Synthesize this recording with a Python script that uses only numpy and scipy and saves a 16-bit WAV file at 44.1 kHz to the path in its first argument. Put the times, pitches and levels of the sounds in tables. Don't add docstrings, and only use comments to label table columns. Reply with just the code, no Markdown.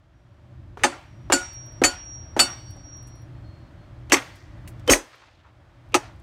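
import sys
import numpy as np
from scipy import signal
from scipy.fft import rfft, irfft
from scipy.io import wavfile
from scipy.ndimage import uniform_filter1d, map_coordinates

SR = 44100
rng = np.random.default_rng(int(sys.argv[2]) if len(sys.argv) > 2 else 0)


def persist_wave(psi):
    counts = np.round(np.clip(psi, -1, 1) * 32767).astype(np.int16)
    wavfile.write(sys.argv[1], SR, np.atleast_2d(counts).T)


def boost(x):
    u = np.asarray(x, float) / 20
    return 10 ** u


N = 274302
T = np.arange(SR * 7 // 10) / SR

BLOW_S = [
    .8355,
    1.3222,
    1.8375,
    2.3922,
    4.1203,
    4.8978,
    5.9432,
]
# (yard under the blow [dB], far echo [dB], treble of the far echo [dB], gain dip [dB])
AFTER = [(-19, -44, -51, 4.5), (-15.5, -52, -56, 6), (-14.5, -52, -59.5, 4.5), (-15, -44.5, -45.5, 1.5),
         (-19.5, -72.5, -44.5, 6.5), (-26.5, -62, -50.5, 23), (-24, -48.5, -55, 4)]
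# (frequency [Hz], level per Hz [dB])
FACE = [(160, -24.5), (280, 13), (1470, 1), (1990, -2.5), (3800, -13.5), (4810, -13.5), (6410, -9.5),
        (6980, -16), (9310, -19), (9790, -25), (12200, -25.5), (16000, -38.5)]
ECHO_T60, TREBLE_T60 = 0.59, 0.76
TREBLE_DIPS = 0.41


def unit(x):
    return x / np.sqrt(np.mean(x ** 2) + 1e-20)


def along(points, hz):
    f, v = np.transpose(points)
    return np.interp(np.log(hz + 1), np.log(f + 1), v)


def wobble(rate, size=N):
    knots = rng.standard_normal(int(size * rate / SR) + 4)
    return map_coordinates(knots, [np.arange(size) * rate / SR], order=1)


def noise(size, gain, peaky_db=0):
    mode_gap_hz, clear_from_hz, depth = 35, 3000, 1.6
    f = np.fft.rfftfreq(size, 1 / SR)
    crowd = np.minimum(wobble(SR * SR / size / mode_gap_hz, len(f)), 1.5) * f / (f + clear_from_hz)
    peaks = boost(peaky_db * (.5 * rng.standard_normal(len(f)) + depth * crowd))
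    return unit(irfft(rfft(rng.standard_normal(size)) * peaks * gain(f), size))


def band(hz, width_hz):
    return lambda f: (f * width_hz / np.abs(hz * hz - f * f + 1j * f * width_hz)) ** 2


def dying(gain, decays, hold, scale, peaky_db):
    hz, t, z = signal.stft(noise(len(T), gain, peaky_db), SR, nperseg=128)
    fall = np.maximum(t - hold, 0) / (scale * along(decays, hz)[:, None])
    return signal.istft(z * boost(-60 * fall), SR, nperseg=128)[1][:len(T)]


def add(track, s, piece):
    place = track[round(s * SR):][:len(piece)]
    place += piece[:len(place)]


def fade(t60, attack=1e-5):
    return boost(-60 * T / max(t60, 1e-3)) * (1 - np.exp(-T / attack))


def thin(x, hz):
    return signal.sosfilt(signal.butter(4, hz, "high", fs=SR, output="sos"), x)


def dips():
    opening_db, fall_s, hold_s, recover_db_per_s = 13.5, 0.064, 0.25, 26.5
    t = np.arange(N) / SR
    dip_db = np.maximum(opening_db - recover_db_per_s * t, 0)
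    for s, after in zip(BLOW_S, AFTER):
        back_db = recover_db_per_s * np.maximum(t - s - hold_s, 0)
        dip_db = np.maximum(dip_db, after[3] * np.clip((t - s) / fall_s, 0, 1) - back_db)
    return dip_db


def swollen(db, t60, column):
    delay_s, rise_s = 0.043, .04
    power = boost(2 * db)
    for s, after in zip(BLOW_S, AFTER):
        age = np.maximum(np.arange(N) / SR - s - delay_s, 0)
        echo = boost(after[column] - 60 * age / t60) * (1 - np.exp(-age / rise_s))
        power = power + echo ** 2
    return np.sqrt(power)


def nearness():
    # (time [s], level [dB])
    near = [(0, -2.5), (.8, -3), (1.6, 2.5), (2.5, 1), (3.3, 0.3), (4, -0.1), (4.75, 2), (5.5, 0.5),
            (6.22, 0)]
    s, db = np.transpose(near)
    return np.interp(np.arange(N) / SR, s, db)


def hiss():
    # (frequency [Hz], level per Hz [dB])
    hiss_colour = [(2500, -25), (3200, -0.5), (5000, -6.5), (7000, -12.5), (9500, -17.5), (10500, -22.5),
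                   (15500, -24), (16500, -53.5)]
    level_db = -67.5 + 1.3 * nearness() - TREBLE_DIPS * dips()
    gain = swollen(level_db, TREBLE_T60, column=2)
    return boost(-3.5) * gain * noise(N, lambda f: boost(along(hiss_colour, f)))


def traffic():
    # (frequency [Hz], level per Hz [dB])
    traffic_colour = [(180, -29.5), (300, -5), (345, -8), (400, -16.5), (502, -13), (618, -8.5), (832, -12),
                      (1200, -13.5), (1820, -17), (3200, -26), (4160, -56.5), (7040, -120)]
    rush = noise(N, lambda f: boost(along(traffic_colour, f))) * boost(0.27 * wobble(6.8))
    level_db = -57.5 + 1.4 * nearness() - TREBLE_DIPS * dips()
    return rush * swollen(level_db, ECHO_T60, column=1)


def engine():
    # (frequency [Hz], level per Hz [dB])
    engine_colour = [(12, -48.5), (20, -24.5), (49, -2.5), (86, -0.5), (113, 0.5), (131, -11.5), (157, -9),
                     (214, -18.5), (338, -14.5), (390, -30.5), (450, -32.5), (580, -59.5), (990, -120)]
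    # (frequency [Hz], width [Hz], level [dB])
    hum = [(122.76, 5.4, -5.5), (368, 7.6, -26.5), (579, 76, -21)]
    orders = sum(boost(db) * noise(N, band(hz, width_hz)) for hz, width_hz, db in hum)
    rumble = noise(N, lambda f: boost(along(engine_colour, f))) * boost(1.5 * wobble(7))
    return boost(-44 + nearness() - dips()) * (rumble + orders)


def squeal(grips, hz):
    bite_db_per_s, let_go_db_per_s, wander_hz = 650, 520, 5
    t = np.arange(N) / SR
    level_db = np.full(N, -140.)
    for s, length, db, change_db in grips:
        held = db + change_db * np.clip((t - s) / length, 0, 1)
        bite = bite_db_per_s * np.maximum(s - t, 0)
        let_go = let_go_db_per_s * np.maximum(t - s - length, 0)
        level_db = np.maximum(level_db, held - bite - let_go)
    pitch = hz + wander_hz * wobble(12)
    tone = np.sin(2 * np.pi * np.cumsum(pitch) / SR)
    return np.sqrt(2) * boost(level_db + 1.3 * wobble(30)) * tone


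def brakes():
    # (start [s], length [s], level [dB], change over the grip [dB])
    first_grips = [(.15, .3, -85.5, -7), (.93, 0.072, -61, -14), (1.06, 0.2, -74.5, 1),
                   (1.345, 0.036, -40.5, -3), (1.42, 0.038, -38.5, -0.5), (1.47, 0.068, -46, 3),
                   (1.545, 0.15, -41, -5.5), (1.71, 0.088, -50.5, -4.5), (1.9, 0.14, -46.5, 3),
                   (2.06, 0.1, -43, 4), (2.17, 0.15, -42.5, -13), (2.345, 0.023, -57.5, -6),
                   (2.43, 0.046, -40.5, 4), (2.505, 0.029, -37, 0), (2.56, 0.09, -50.5, -4),
                   (2.66, 0.081, -48.5, -4), (2.77, 0.037, -54.5, 2), (2.845, 0.059, -48, 0.5),
                   (2.93, 0.3, -45, -18.5)]
    # (start [s], length [s], level [dB], change over the grip [dB])
    second_grips = [(2.65, 0.1, -74.5, 3), (2.925, 0.29, -73, 0), (3.34, 0.062, -78, -1.5),
                    (3.45, 0.24, -66, -8), (3.78, 0.062, -78, 3)]
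    return squeal(first_grips, 5660) + squeal(second_grips, 4290)


def chips():
    # (time [s], level [dB], centre [Hz], width [Hz], t60 [s])
    ticks = [(1.5323, -58, 12900, 5000, 0.046), (1.6615, -59.5, 11800, 6000, 0.054),
             (1.723, -64, 11000, 6000, .04), (2.0487, -62, 8360, 3000, .04),
             (2.707, -50, 10700, 8000, 0.03), (2.765, -62, 8000, 8050, 0.034),
             (2.86, -74, 12000, 6070, 0.045), (2.9685, -58, 11700, 8050, .03),
             (3.0264, -55, 10600, 6000, 0.025), (3.0702, -56, 8950, 6000, 0.097),
             (3.1545, -63, 10800, 6000, .03), (3.219, -63, 12100, 5010, .03),
             (4.355, -58, 8800, 7850, 0.093), (4.6757, -45, 8500, 12100, 0.092),
             (4.675, -44.5, 2250, 1990, 0.059), (4.795, -55.5, 3970, 5900, 0.042),
             (4.865, -55, 5880, 5030, .03), (5.154, -66.5, 11200, 5100, 0.056),
             (5.89, -70, 11000, 5980, 0.024), (6.161, -69, 7000, 6080, 0.028),
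             (6.1984, -60.5, 7500, 6960, 0.025)]
    out = np.zeros(N)
    for s, db, hz, width_hz, t60 in ticks:
        add(out, s, boost(db) * fade(t60, .0004) * noise(len(T), band(hz, width_hz), peaky_db=2.0))
    return out


def faint_rings():
    # (time [s], level [dB], frequency [Hz], t60 [s])
    shard = [(2.707, -63, 9420, .2), (3.027, -68, 9420, .18), (3.156, -68, 9420, .4),
             (3.22, -78, 11000, .15)]
    # (time [s], level [dB], frequency [Hz], t60 [s])
    pairs = [(2.43, -57, 2942, 1.1), (2.43, -61, 2953, 1.1), (2.43, -60, 3612, 1.0), (2.43, -64, 3621, 1.0)]
    out = np.zeros(N)
    for s, db, hz, t60 in shard + pairs:
        add(out, s, boost(db) * fade(t60) * np.sin(2 * np.pi * hz * T))
    return out


def rustles():
    rustle_s = [.784, 4.19, 4.3, 5.105, 5.105, 5.195, 5.28, 5.435, 6.0, 6.022, 6.06]
    # (length [s], level [dB], centre [Hz], width [Hz])
    scrapes = [(0.216, -46.5, 1300, 1700), (0.66, -62.5, 1940, 350), (0.34, -67, 5500, 3300),
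               (0.18, -54, 1100, 2800), (0.32, -62, 3700, 5700), (.2, -55.5, 970, 2000),
               (0.34, -69.5, 3100, 3300), (.11, -56.5, 1040, 1200), (0.17, -63, 5200, 5000),
               (0.09, -51, 1100, 3500), (.12, -55, 800, 900)]
    out = np.zeros(N)
    for s, (length, db, hz, width_hz) in zip(rustle_s, scrapes):
        swell = np.sin(np.pi * np.clip(T / length, 0, 1) ** .45) ** 2
        grain = boost(db + 4.2 * np.clip(wobble(220, len(T)), -2, 1.5))
        rub = noise(len(T), lambda f: band(hz, width_hz)(f) / (1 + (f / 7500) ** 4))
        add(out, s, grain * swell * rub)
    return out


def bounces():
    # (time [s], level [dB], centre [Hz], width [Hz], t60 [s])
    knocks_around = [(4.141, -9.5, 2270, 1210, 0.034), (4.166, -22, 1870, 1800, 0.1),
                     (4.221, -32.5, 1900, 1510, 0.023), (4.923, -17.5, 3200, 1400, 0.029),
                     (4.934, -6, 2220, 880, 0.021), (4.956, -32, 2063, 2500, 0.042),
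                     (.923, -37.5, 1400, 889, 0.1), (2.5, -47, 1700, 2400, 0.067),
                     (2.7595, -46, 680, 500, 0.13), (2.47, -36, 1400, 120, .1), (2.528, -39, 900, 1800, .04),
                     (1.375, -36, 2300, 500, .05), (4.124, -18.5, 1030, 860, 0.088),
                     (4.905, -19.5, 1100, 450, 0.072), (1.838, -16, 2350, 400, .04),
                     (1.842, -21.5, 397, 95, 0.09), (.852, -22, 660, 610, 0.066),
                     (5.945, -23, 286, 87, 0.092), (4.187, -31, 970, 1200, .03),
                     (4.275, -47, 1800, 540, 0.046), (4.108, -29, 2800, 600, .03),
                     (4.8772, -21, 1900, 3000, .012), (5.921, -46, 2600, 500, .03),
                     (5.932, -44, 2600, 600, .03), (2.5, -51, 2200, 2500, .05),
                     (4.942, -17, 1100, 2500, 0.027), (5.952, -17.5, 830, 440, 0.046),
                     (5.965, -24.5, 640, 500, 0.049)]
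    out = np.zeros(N)
    for s, db, hz, width_hz, t60 in knocks_around:
        add(out, s, boost(db) * fade(t60, 0.00078) * noise(len(T), band(hz, width_hz)))
    return out


def swells():
    # (end [s], level [dB], frequency [Hz], rise [s])
    bends = [(1.3189, -24, 2850, 0.0022), (4.12, -29, 2996, 0.005), (4.8971, -2.5, 497, 0.0049),
             (4.8974, -11, 3080, 0.0062), (5.9415, -24, 464, 0.0024), (0.8364, -35, 450, 0.015)]
    out = np.zeros(N)
    until_end = T[:SR // 40] - T[SR // 40]
    for end, db, hz, rise in bends:
        tone = np.sin(2 * np.pi * hz * until_end)
        add(out, end + until_end[0], boost(db) * np.exp(until_end / rise) * tone)
    return out


def lead_ins():
    # (time [s], thud [dB], thud [Hz], fizz [dB], fizz length [s])
    lead_in_thuds = [(0.772, -31.5, 487, -49.5, 0.2), (1.2998, -17, 414, -40, 0.018),
                     (1.8165, -11.5, 323, -36, 0.014), (2.365, -17.5, 308, -33, 0.039),
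                     (4.0978, -36, 2480, -40.5, 0.026), (4.8764, -25, 2540, -28, 0.018),
                     (5.922, -56, 2600, -58, 0.018)]
    out = np.zeros(N)
    for s, thud_db, hz, fizz_db, length in lead_in_thuds:
        t60 = max(18 / hz, 0.029)
        sweep = hz * (T + 0.0034 * (1 - np.exp(-T / 0.00095)))
        thud = np.sin(2 * np.pi * sweep)
        thud += 0.89 * noise(len(T), band(1.6 * hz, 2.0 * hz))
        thud += 0.85 * np.sin(2 * np.pi * 0.83 * hz * T)
        fizz = noise(len(T), lambda f: boost(along(FACE, f))) * (T < length)
        add(out, s, boost(thud_db) * fade(t60, 0.00076) * thud + boost(fizz_db) * fizz)
    return out


def contacts():
    return thin(lead_ins() + swells() + bounces() + rustles(), 200)


def spot(modes, db, steady_s, wall_db):
    # (frequency [Hz], level [dB])
    wall_modes = [(740, 0), (1370, 0.0043)]
    wall_s, wall_t60 = .082, 0.14
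    t = T[:SR // 4]
    age, late = np.maximum(t - steady_s, 0), np.maximum(t - wall_s, 0)
    ring = 0
    for hz, level_db, t60 in modes:
        decay_db = 60 * age / np.clip(t60, .02, .06)
        ring = ring + boost(db + level_db - decay_db) * np.sin(2 * np.pi * hz * t)
    slap = sum(boost(wall_db + level_db) * np.sin(2 * np.pi * hz * t) for hz, level_db in wall_modes)
    slap = slap * boost(-60 * late / wall_t60) * (1 - np.exp(-(late / 0.0075) ** 2))
    return ring * (1 - np.exp(-t / .001)) + slap


def ringing(lines, modes, k, linger_db, steady_s, damping):
    # (frequency [Hz], level [dB], t60 [s])
    linger = [(1300, -29.5, .3), (1445, -5, 0.28), (1601, -20, 0.46), (2700, -10, .5), (2942, 5, 0.72),
              (3612, 8, 1), (4492, 1, 1.1), (5249, -2.5, .65), (7077, -7.5, .55), (7913, -6.5, .6),
              (8545, 3, 0.9), (9577, -7, .5), (11000, -10, .45)]
    twin_hz, third_share = 4.8, .4
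    choke_hz, choke_s, choke_db_per_s = 1445, 0.11, 600
    twin = np.exp(2j * np.pi * twin_hz * T)
    throb = twin * (1 + third_share * twin ** 2)
    age = 0.11 * np.minimum(T, steady_s) + damping * np.maximum(T - steady_s, 0)
    ring = 0
    for hz, mode in zip(lines, modes):
        extra_db, t60 = (along(np.array(linger)[:, [0, c]], hz) for c in (1, 2))
        tail = boost(linger_db + extra_db + 2.6 * wobble(35, len(T))) * fade(t60)
        body = boost(-60 * age / min(mode[0], .5, 1500 / hz) + wobble(60, len(T)))
        choked = abs(hz - choke_hz) < 80
        body = body * boost(-choke_db_per_s * np.maximum(T - choke_s, 0) * choked)
        turn = np.exp(2j * np.pi * (hz * T + rng.random()))
        ring += boost(mode[k]) * np.imag(turn * (body + tail * throb))
    return ring


def blows():
    # (head [dB], head [Hz], boards [dB], air puff [dB], top octave [dB])
    knocks = [(-9, 1950, -20, -48, -4.5), (-9.5, 1200, -19, -32.5, -1), (-11, 2000, -23, -26, 1),
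              (-13.5, 2400, -22.5, -34.5, 4), (-10, 2100, -19, -43.5, -3.5), (-10.5, 2100, -13, -14, 0.5),
              (-10.5, 2480, -35, -43.5, -4)]
    # (level [dB], steady length [s], decay scale [1], brightness [dB/octave], lingering ring [dB])
    bodies = [(-17, 0.011, 1.18, -0.5, -36.5), (-15.5, 0.0099, 1.14, 2.5, -31.5),
              (-16, 0.014, 0.89, 1.5, -41), (-15.5, 0.012, 0.9, 0.5, -35.5), (-14.5, 0.014, 1.33, 3, -40),
              (-16, 0.031, 1.98, 3, -51.5), (-15.5, 0.0075, 0.93, 2.5, -50)]
    # (spot modes [dB], clack between 1 and 4 kHz [dB], near wall [dB])
    spot_levels = [(-22, -1.5, -36), (-22, -3, -34), (-23.5, -4.5, -37), (-24, -4, -37), (-19, -3, -41.5),
                   (-20, -5.5, -45), (-17.5, -3, -41.5)]
    boards_from_hz = [238, 215, 205, 200, 139, 130, 225]
    whole_hz = [355, 554, 1445, 2662, 2942, 3612, 4492, 5249, 6172, 6519, 6786, 7077, 7682, 7913, 8416,
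                8545, 9085, 9577, 10970, 11258, 12450, 13230, 14020, 14790, 730, 845]
    # (t60 [s], level in each of the four edge blows [dB])
    whole = [(0.23, -22.5, -20.5, -25, -24), (0.17, -17, -17.5, -22, -23), (0.45, -36, -18, -25.5, -28.5),
             (0.23, -42.5, -36, -38.5, -23.5), (0.22, -49, -27.5, -32, -23), (0.27, -38, -35.5, -38, -27),
             (0.16, -30, -17, -11, -6), (0.11, -36, -24, -33.5, -18), (0.037, -13.5, -20, -24, -21),
             (0.064, -34, -29.5, -26, -38.5), (0.087, -36.5, -34.5, -19.5, -28),
             (0.13, -31, -12.5, -10.5, -15.5), (0.09, -28.5, -15, -15, -17.5), (0.12, -35, -32, -24, -12.5),
             (0.15, -32.5, -29.5, -31, -15.5), (0.11, -49.5, -28.5, -35.5, -45),
             (0.14, -47.5, -36, -48.5, -34), (0.16, -34.5, -26.5, -30, -18), (0.11, -56, -37.5, -27.5, -33),
             (0.16, -42, -32.5, -29.5, -28.5), (0.1, -50.5, -60.5, -46, -37),
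             (0.12, -58.5, -35, -40, -30.5), (0.14, -45, -51, -40.5, -52), (0.13, -72.5, -52, -55, -45),
             (0.15, -29, -23.5, -23, -22), (0.066, -10, -20, -28, -28.5)]
    cracked_hz = [361, 840, 1254, 1960, 2580, 4506, 5604, 6191, 6546, 7372, 8021, 8370, 9020, 9720, 10420,
                  11930, 13490]
    # (t60 [s], level in each of the three face blows [dB])
    cracked = [(0.15, -12, -23, -8), (0.27, -27.5, -30, -17), (0.25, -22, -30, -26),
               (0.21, -16, -19.5, -39.5), (0.26, -28, -26.5, -31), (0.16, -18.5, -22.5, -24.5),
               (0.46, -27.5, -27, -32), (0.21, -17, -16.5, -34), (0.12, -29, -16.5, -41),
               (0.12, -16.5, -25, -44.5), (0.23, -19, -25, -52), (0.13, -24, -20, -43),
               (0.17, -31, -12.5, -30), (0.191, -32, -30.5, -32), (0.25, -57, -27.5, -58),
               (0.26, -38.5, -26.5, -53), (0.031, -42.5, -23, -63)]
    # (frequency [Hz], level per Hz [dB])
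    edge = [(150, -33), (250, -11.5), (831, 11.5), (1040, 5.5), (2860, 0), (3840, -7.5), (4490, -3.5),
            (4820, -6.5), (6940, -1.5), (9830, -11.5), (10400, -20.5), (16000, -33)]
    # (frequency [Hz], t60 [s])
    clack_decay = [(100, 0.09), (400, 0.099), (1500, 0.11), (4000, .09), (9000, 0.083), (15000, 0.061)]
    # (frequency [Hz], t60 [s])
    yard_decay = [(150, 0.19), (700, 0.41), (2500, 0.56), (6000, 0.27), (10000, 0.24), (15000, 0.25)]
    # (frequency [Hz], level [dB], t60 [s])
    spot_1 = [(810, 0, 0.2), (1247, 2, 0.14), (2589, -5, 0.054), (2800, -13, 0.07), (3100, -6.5, 0.064),
              (3647, -5.5, 0.044)]
    # (frequency [Hz], level [dB], t60 [s])
    spot_2 = [(789, -26, 5.0), (1230, -4.5, 0.22), (1454, -2, 0.77), (2260, -0.5, 0.032), (3270, -9, 0.14),
              (4140, -6, 0.051)]
    # (frequency [Hz], level [dB], t60 [s])
    spot_3 = [(765, -2, 5.0), (1220.4, -2.5, 0.11), (1420, -9, 5.0), (1826, -1, 0.13), (2990, -2, 0.096),
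              (3634, -16.5, 0.23)]
    # (frequency [Hz], level [dB], t60 [s])
    spot_4 = [(764, -1, 0.39), (1270, -1, 0.09), (1554, -1.2, 0.11), (2630, -2, 0.31), (2960, -2.5, 0.23),
              (3590, -2.9, 0.14)]
    # (frequency [Hz], level [dB], t60 [s])
    spot_5 = [(1240, -9.5, 0.92), (1972, -1.5, 0.19), (2540, -17, 0.62), (4495, -9, 0.16), (5636, -3, 0.23),
              (6110, -0.5, 0.11), (6720, -2.5, 0.027)]
    # (frequency [Hz], level [dB], t60 [s])
    spot_6 = [(5450, -3.5, 0.17), (6298, -12, 5.0), (6535, 0, 0.5), (7730, -9.5, 0.09), (8366, -10.5, 5.0)]
    # (frequency [Hz], level [dB], t60 [s])
    spot_7 = [(835.5, -9, 0.15), (1238, 3, 0.067), (2540, -6, 0.069), (4102, -21, 0.15), (4990, -21, 0.081),
              (5700, -12, 0.075), (6160, -16, 0.078), (6526, -12, 0.056)]
    spots = [spot_1, spot_2, spot_3, spot_4, spot_5, spot_6, spot_7]
    haze_db = -1.5
    out = np.zeros(N)
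    for i, s in enumerate(BLOW_S):
        if i < 4:
            spectrum, lines, modes, k, damping = edge, whole_hz, whole, i + 1, 1
        else:
            spectrum, lines, modes, k, damping = FACE, cracked_hz, cracked, i - 3, 1.9
        head_db, head_hz, boards_db, puff_db, top_db = knocks[i]
        db, steady_s, scale, tilt_db, linger_db = bodies[i]
        spot_db, mid_db, wall_db = spot_levels[i]

        def colour(f):
            return boost(along(spectrum, f) + tilt_db * np.log2(f / 2000 + 1e-3) + top_db * (f > 10200))

        def clack_colour(f):
            return colour(f) * boost(mid_db * band(2000, 4000)(f) + haze_db * (f > 4300))

        clack = dying(clack_colour, clack_decay, steady_s, scale, peaky_db=9 / damping ** .5)
        yard = dying(colour, yard_decay, 0.034, scale, peaky_db=7 / damping)
        yard = boost(AFTER[i][0]) * yard * (1 - np.exp(-T / 0.016))
        rise = 1 - np.exp(-(T / (0.0026 + 0.5 * steady_s)) ** 2)
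        ring = boost(-3.5) * rise * ringing(lines, modes, k, linger_db, steady_s, damping)
        head = boost(head_db) * fade(0.045) * noise(len(T), band(head_hz, 1300))
        boards = boost(boards_db) * fade(0.18, 0.0037) * noise(len(T), band(280, 100))
        puff_cycles = 38 * T + 1.5 * (1 - np.exp(-T / 0.0083))
        puff = boost(puff_db) * fade(0.18, 0.0089) * np.sin(2 * np.pi * puff_cycles)
        struck = boost(db) * (clack + yard) + ring + head + boards
        add(out, s, thin(struck, boards_from_hz[i]) + puff)
        add(out, s, spot(spots[i], spot_db, steady_s, wall_db))
    return out


def scene():
    background = hiss() + traffic() + engine() + brakes()
    return (background + chips() + faint_rings() + contacts() + blows())[None]


def squeal_shadow(x, margin_db, slope_db):
    line_hz = 5655
    hz, _, z = signal.stft(x, SR, nperseg=1024)
    power = np.abs(z) ** 2
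    line = power[:, np.abs(hz - line_hz) < 60].max(axis=1, keepdims=True)
    away = np.where(hz > line_hz, hz - line_hz, 1.6 * (line_hz - hz))[:, None] / 1000
    shadow = line * boost(2 * (margin_db - slope_db * away)) * (hz[:, None] > 4650)
    local = np.abs(uniform_filter1d(uniform_filter1d(power, size=7, axis=1), size=3, axis=2))
    kept = z / (1 + (shadow / (local + 1e-20)) ** 4)
    return signal.istft(kept, SR, nperseg=1024)[1][:, :N]


def low_pass(x):
    return signal.sosfilt(signal.butter(12, 16630, fs=SR, output="sos"), x)


def record(dry):
    x = dry / (1 + np.abs(dry / .74) ** 4) ** (1 / 4)
    hz = np.fft.rfftfreq(N, 1 / SR)
    x = irfft(rfft(x) * boost(-22 * np.clip((hz - 15750) / 150, 0, 1)), N)
    mix = squeal_shadow(x, margin_db=-33.5, slope_db=5.5)
    return low_pass(mix)


dry = scene()
out = record(dry)
persist_wave(out)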